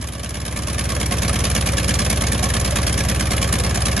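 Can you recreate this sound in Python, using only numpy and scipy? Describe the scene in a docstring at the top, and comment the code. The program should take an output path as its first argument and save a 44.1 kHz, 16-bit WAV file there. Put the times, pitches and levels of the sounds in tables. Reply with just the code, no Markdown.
"""Open apron, a two-port microphone off to one side of an idling nine-cylinder radial aircraft engine.
From the start the propeller churns the air, the cowling drones and each firing thumps in its own stack.
The stacks facing the microphone also spit gas: every two turns, three barks, then two, then a low note
rolling upward. The whole sound swells by 10 dB over the first 1.3 s. From about 0.7 s a stack now and
then rings out hollow, and the idle holds near 1093 turns a minute to the end."""
import sys
import numpy as np
from scipy import signal
from scipy.fft import rfft, irfft
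from scipy.io import wavfile
from scipy.ndimage import uniform_filter1d

SR = 44100
rng = np.random.default_rng(int(sys.argv[2]) if len(sys.argv) > 2 else 0)


def to_wav(sig):
    """Store sig (one row per channel, or 1-D mono) as 16-bit WAV at the path in sys.argv[1].

    Samples outside -1..1 are clipped; the rate is SR.
    """
    pcm = np.clip(np.atleast_2d(sig), -1, 1) * 32767
    pcm = np.round(pcm).astype(np.int16)
    wavfile.write(sys.argv[1], SR, pcm.T)  # frames by channels


N = 176400


def undb(db):
    """Decibels to gain."""
    return 10 ** (np.asarray(db) / 20)


def level(x, db):
    """Scale to an rms level."""
    return x * undb(db) / np.sqrt(np.mean(x ** 2))


def freqs():
    """Frequency of every spectral bin."""
    return np.maximum(np.arange(N // 2 + 1) * SR / N, 1)


def over_hz(table):
    """Read an (f/Hz, value) table on a log-frequency axis."""
    hz, value = np.array(table, float).T
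    return np.interp(np.log(freqs()), np.log(np.maximum(hz, 1)), value)


def two_pole(hz, q, zeros=0):
    """Two-pole response: 0 zeros give a low-pass, 1 a band-pass, 2 a high-pass."""
    s = 1j * freqs() / hz
    return s ** zeros / (1 + s / q + s * s)


def share_above(hz):
    """Share of the power that a steep crossover passes upward."""
    return 1 - 1 / (1 + (freqs() / hz) ** 6)


def waver(per_s):
    """Random wavering of unit rms."""
    hold = int(SR / per_s)
    steps = np.repeat(rng.standard_normal(N // hold + 1), hold)
    return level(uniform_filter1d(steps, hold)[:N], 0)


# At the microphone, left port against right: f/Hz, phase lead/rad
MIC_PHASE = [(0, 1), (780, -0.9), (1460, -0.5), (1810, -0.9), (2070, -0.1), (3620, 0.25), (5510, -2.7),
             (6370, -0.5), (6720, -0.6), (7670, -2.9), (9220, -3.3), (9560, -4.2), (10300, -6.3),
             (12300, -6.3)]
# f/Hz, left minus right level/dB
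MIC_BALANCE = [(200, -1), (350, -1), (630, -4.5), (1140, -4), (2060, 1.5), (3720, -3), (6710, -3),
               (12000, 1)]
# f/Hz, coherence (0-1)
MIC_COHERENCE = [(100, 0.97), (270, 0.7), (600, 0.89), (1250, 0.54), (2500, 1), (4500, 0.53), (7000, 0.8),
                 (11000, 0.96)]

def noise_at_mic(a, b):
    """Two unrelated noise spectra become partly alike left and right; their mean keeps its colour."""
    coherence, lead = over_hz(MIC_COHERENCE), over_hz(MIC_PHASE)
    balance = undb(over_hz(MIC_BALANCE))
    right = coherence * np.exp(-1j * lead) * a + np.sqrt(1 - coherence ** 2) * b
    mean_gain = np.sqrt(1 + balance ** 2 + 2 * balance * coherence * np.cos(lead)) / 2
    return irfft(np.array([balance * a, right]) / mean_gain, N)


def tone_at_mic(x):
    """A tone reaches the two ports with a difference in level and phase."""
    left = undb(over_hz(MIC_BALANCE)) * np.exp(1j * over_hz(MIC_PHASE))
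    ports = np.array([left, np.ones_like(left)])
    return irfft(rfft(x) * ports * 2 / (1 + np.abs(left)), N)


# Propeller wash at the microphone: f/Hz, relative level/dB
WASH_SPECTRUM = [(15, -10), (30, 5), (60, -11.5), (120, -9), (200, 9), (330, -10), (600, -14), (2000, -41)]

def propeller_wash():
    """Behind everything, the low rumble of air churned by the propeller."""
    rumble = rfft(rng.standard_normal((2, N))) * undb(over_hz(WASH_SPECTRUM))
    return level(noise_at_mic(*rumble), db=-35)


# Cowling tones: multiple of the cycle rate (played rounded), relative level/dB at the start, at the end
COWLING_TONES = [(25, -50, -45.5), (26, -41.5, -43), (27, -45, -51), (28, -40.5, -50), (32, -41, -43),
                 (33, -41.5, -50), (36, -48, -54), (37, -46, -50), (40, -53, -50), (42, -44.5, -48),
                 (43, -48, -39.5), (56, -53, -55), (59, -49.5, -41.5), (60, -52, -50), (61, -43, -44),
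                 (75, -60, -42), (76.3, -63, -47), (84.6, -62, -43.5)]

def cowling_drone(cycles, waver_db=1):
    """The cowling hums at whole multiples of the cycle rate; some tones grow, others fade."""
    out = np.zeros(N)
    for multiple, start_db, end_db in COWLING_TONES:
        gain = undb(np.linspace(start_db, end_db, N) + waver_db * waver(per_s=13))
        out += gain * np.sin(2 * np.pi * (round(multiple) * cycles + rng.random()))
    return np.sqrt(2) * undb(-1) * out


# Stacks ringing out over the idle: t/s, f/Hz, relative level/dB
HOLLOW_NOTES = [(0.669, 1088, -31), (0.897, 1125, -30), (0.963, 577, -28.5), (1.106, 710, -28),
                (1.108, 1084, -31), (1.29, 565, -31), (1.324, 727, -32), (1.44, 1127, -35),
                (1.723, 552, -30), (1.833, 530, -30), (1.899, 1292, -35), (2.01, 578, -30),
                (2.176, 570, -32), (2.384, 603, -30), (2.421, 741, -26.5), (2.441, 1109, -28.5),
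                (2.719, 593, -25.5), (2.779, 1144, -30), (2.817, 531, -33), (3.301, 720, -32),
                (3.327, 1300, -32), (3.411, 1096, -33), (3.589, 498, -27), (3.707, 605, -42)]

def hollow_stacks(attack_s=.011, decay_s=.014):
    """Brief hollow notes of the stacks, built up by the gas and soon damped."""
    out = np.zeros(N)
    for when, hz, db in HOLLOW_NOTES:
        age = np.maximum(np.arange(N) / SR - when, 0)
        envelope = (1 - np.exp(-(age / attack_s) ** 2)) * np.exp(-age / decay_s)
        out += undb(db) * envelope / envelope.max() * np.sin(2 * np.pi * (hz * age + rng.random()))
    return np.sqrt(2) * undb(-1) * out


def pulses(times, db, scatter_db):
    """One pulse a firing, each of a slightly different strength."""
    gains = undb(db + scatter_db * rng.standard_normal(times.shape))
    return np.bincount(np.maximum(times * SR, 0).astype(int), gains, N)[:N]


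def rising_roll(times, from_hz=125, hz_per_s=2504, length_s=.061):
    """From the last firing of each cycle a low note swells and glides upward through the barks."""
    age = np.arange(int(length_s * SR)) / SR
    glide = np.sin(2 * np.pi * (from_hz + hz_per_s * age / 2) * age)
    note = np.sin(np.pi * age / length_s) * glide
    onsets = pulses(times[:, -1], db=0, scatter_db=2.5)
    return level(signal.fftconvolve(onsets, note)[:N], db=-33.5)


# Each stack from the microphone's side, in firing order; arrivals within the cycle, levels relative:
# thump t/ms, thump level/dB, stack f/Hz, gas t/ms, bark level/dB, hiss level/dB
STACKS = [(4.4, -12.5, 116.5, 4.3, 3, 2.5), (15.16, 1.5, 69.46, 15.2, 4, 2),
          (33.61, -9, 110.3, 31.8, 3.5, -2.5), (36.6, -14.5, 232, 39.5, -5.5, -18),
          (46.26, -16, 153, 46.2, -14, -20), (63.3, -28, 102.4, 63.6, -1.5, -0.5),
          (74.84, -4, 69.4, 77, 2, -1.5), (89.2, -6.5, 70.3, 85.5, -10.5, -19),
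          (96.6, -3.5, 80.7, 110, -27, -42)]

def stack_thumps(times):
    """Each firing's pulse rings its stack; little deep bass comes through."""
    spectrum = 0
    for arrivals, (_, db, hz, *_) in zip(times.T, STACKS):
        spectrum += rfft(pulses(arrivals, db, scatter_db=.5)) * two_pole(hz, q=7.74, zeros=1)
    bass_cut = two_pole(hz=80.8, q=1.21, zeros=2)
    top_cut = two_pole(hz=210, q=np.sqrt(.5))
    return level(irfft(spectrum * bass_cut * top_cut, N), db=-20.5)


def thump_times(cycles, first_cycle_s=.0087, jitter_ms=.12):
    """When each thump reaches the microphone, t/s: one row a cycle, one column a cylinder."""
    starts = first_cycle_s + np.interp(np.arange(int(cycles[-1]) + 1), cycles, np.arange(N) / SR)
    arrival_ms = np.array(STACKS)[:, 0] + jitter_ms * rng.standard_normal((len(starts), len(STACKS)))
    return starts[:, None] + arrival_ms / 1000


# Firings that bark harder or falter: t/s, change in level/dB
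FIRING_ACCENTS = [(0.074, 3.0), (0.123, -2.5), (0.183, -4.5), (0.197, 2.5), (0.293, 2), (0.512, -2.5),
                  (0.683, -1.5), (1.061, 3.5), (1.075, -19), (1.122, 3.5), (1.281, 3.5), (1.331, -1.5),
                  (1.359, 3.5), (1.452, 3), (1.469, -2.5), (1.578, -1), (1.771, -0.5), (1.782, 3),
                  (1.892, 3), (1.941, 4), (1.991, 3), (2.1, 3.5), (2.174, 2.5), (2.27, 3.5), (2.503, 1.5),
                  (2.722, -2), (2.758, 2.0), (2.928, 2.0), (2.978, 0.5), (3.005, 2.5), (3.197, -1),
                  (3.428, 3), (3.477, -2.5), (3.538, 1.5), (3.806, -1), (3.82, 1.5)]

def firing_strength(times, scatter_db=1.22):
    """Each firing's change in dB: left to chance, except for the one nearest each accent."""
    db = scatter_db * rng.standard_normal(times.shape)
    for when, change_db in FIRING_ACCENTS:
        db.flat[np.argmin(np.abs(times - when))] = change_db
    return db


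def stack_mouths(count, size=2048, echo=.31, patch_db=3.5, patch_hz=260, patchy_from_hz=900):
    """Each burst rings the stack's mouth in its own colour, at a pitch varying with the gas's heat."""
    hz = np.arange(size // 2 + 1) * SR / size
    mouth_hz = 563.3 * np.exp(.06 * rng.standard_normal((count, 1)))
    knots = rng.standard_normal((count, size // 20))
    patches = np.array([np.interp(hz / patch_hz, np.arange(len(row)), row) for row in knots])
    colour = undb(patch_db * patches * hz / (hz + patchy_from_hz))
    response = colour / (1 - echo * np.exp(-2j * np.pi * hz / mouth_hz))
    return response / np.sqrt(np.mean(np.abs(response) ** 2, axis=1, keepdims=True))


def gas_jet(times, db, mouths, attack_s, decay_s, tail_db, tail_s, steady_db, crackle_db):
    """Crackling bursts with a short tail off wing and ground, over steady clatter; two noise spectra."""
    size = 2 * (mouths.shape[1] - 1)
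    t = np.arange(size) / SR
    past_peak = np.maximum(t - attack_s, 0)
    tail = undb(tail_db) * np.exp(-past_peak / tail_s)
    envelope = np.minimum(t / attack_s, 1) * (np.exp(-past_peak / decay_s) + tail)
    bursts = rng.standard_normal((times.size, 2, size)) * envelope
    puffs = irfft(rfft(bursts) * mouths[:, None])
    starts = np.clip(times.ravel() * SR, 0, N).astype(int)
    train = np.zeros((2, N + size))
    for start, gain, puff in zip(starts, undb(db).ravel(), puffs):
        train[:, start:start + size] += gain * puff
    crackling = level(train[:, :N] * undb(crackle_db * waver(per_s=2500)), 0)
    clatter = undb(steady_db) * rng.standard_normal((2, N))
    return rfft(level(crackling + clatter, 0))


# Exhaust gas at the microphone: f/Hz, relative level/dB
GAS_SPECTRUM = [(180, -58), (300, 8), (319, 5.5), (361, -6), (384, -3.5), (414, -2), (572, -2), (647, -4),
                (709, -3), (827, -8), (1010, -8.5), (1120, -4.5), (1440, -10), (1700, -4.5), (1930, -8),
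                (2390, -5.5), (2740, -10), (3010, -7.5), (4770, -14), (7110, -10.5), (8290, -24.5),
                (9660, -12), (10400, -9), (11300, -11), (11800, -21.5), (15300, -50), (22000, -120)]

def exhaust_barks(times, chuff_share=.31):
    """Escaping gas gives a low chuff, a bark and a sharp hiss, loudest from the near stacks."""
    thump_ms, _, _, gas_ms, bark_db, hiss_db = np.array(STACKS).T
    arrivals = times + (gas_ms - thump_ms) / 1000
    change_db = firing_strength(arrivals)
    mouths = stack_mouths(arrivals.size)
    # each burst starts to build just ahead of its arrival time
    chuff = gas_jet(arrivals - .000996, bark_db + chuff_share * change_db, mouths, attack_s=.0046,
                    decay_s=.0105, tail_db=-12, tail_s=.02, steady_db=-1.5, crackle_db=.5)
    bark = gas_jet(arrivals - .003, bark_db + change_db, mouths, attack_s=.0056,
                   decay_s=.0042, tail_db=-11.5, tail_s=.021, steady_db=-9, crackle_db=1.6)
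    hiss = gas_jet(arrivals - .0034, hiss_db + change_db, mouths, attack_s=.0064,
                   decay_s=.0032, tail_db=-9.5, tail_s=.021, steady_db=-13, crackle_db=2)
    low, mid, high = share_above(hz=376), share_above(hz=1730), share_above(hz=4570)
    mix = chuff * np.sqrt(low * (1 - mid)) + bark * np.sqrt(mid * (1 - high)) + hiss * np.sqrt(high)
    stereo = noise_at_mic(*(mix * undb(over_hz(GAS_SPECTRUM))))
    return stereo * undb(-25.5) / stereo.mean(axis=0).std()


# Crank at idle: t/s, speed/rpm
CRANK_RPM = [(0, 1094.2), (.5, 1093.8), (1.0, 1091.8), (1.8, 1091.6), (2.1, 1094), (2.8, 1094.8),
             (3.2, 1093), (3.55, 1091.2), (4, 1095)]
# Opening swell of the whole sound: t/s, level/dB
OVERALL_SWELL = [(0, -10), (.25, -8.5), (.5, -6.5), (.75, -3), (1.0, -2), (1.3, 0), (2.5, 0.07), (4, 0)]

def scene():
    """The engine from one side of the apron; the crank paces firings and drone, two turns a cycle."""
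    t = np.arange(N) / SR
    rpm = np.interp(t, *np.array(CRANK_RPM).T)
    cycles = np.cumsum(rpm) / (2 * 60 * SR)
    times = thump_times(cycles)
    low_beat = stack_thumps(times) + rising_roll(times)
    tones = tone_at_mic(cowling_drone(cycles) + hollow_stacks())
    swell = undb(np.interp(t, *np.array(OVERALL_SWELL).T))
    return (low_beat + tones + exhaust_barks(times) + propeller_wash()) * swell


def record(dry):
    """The recorder behind the microphone cuts the top steeply."""
    top_hz = 11750
    return signal.sosfilt(signal.ellip(10, .2, 80, top_hz, fs=SR, output="sos"), dry)


dry = scene()
out = record(dry)
to_wav(out)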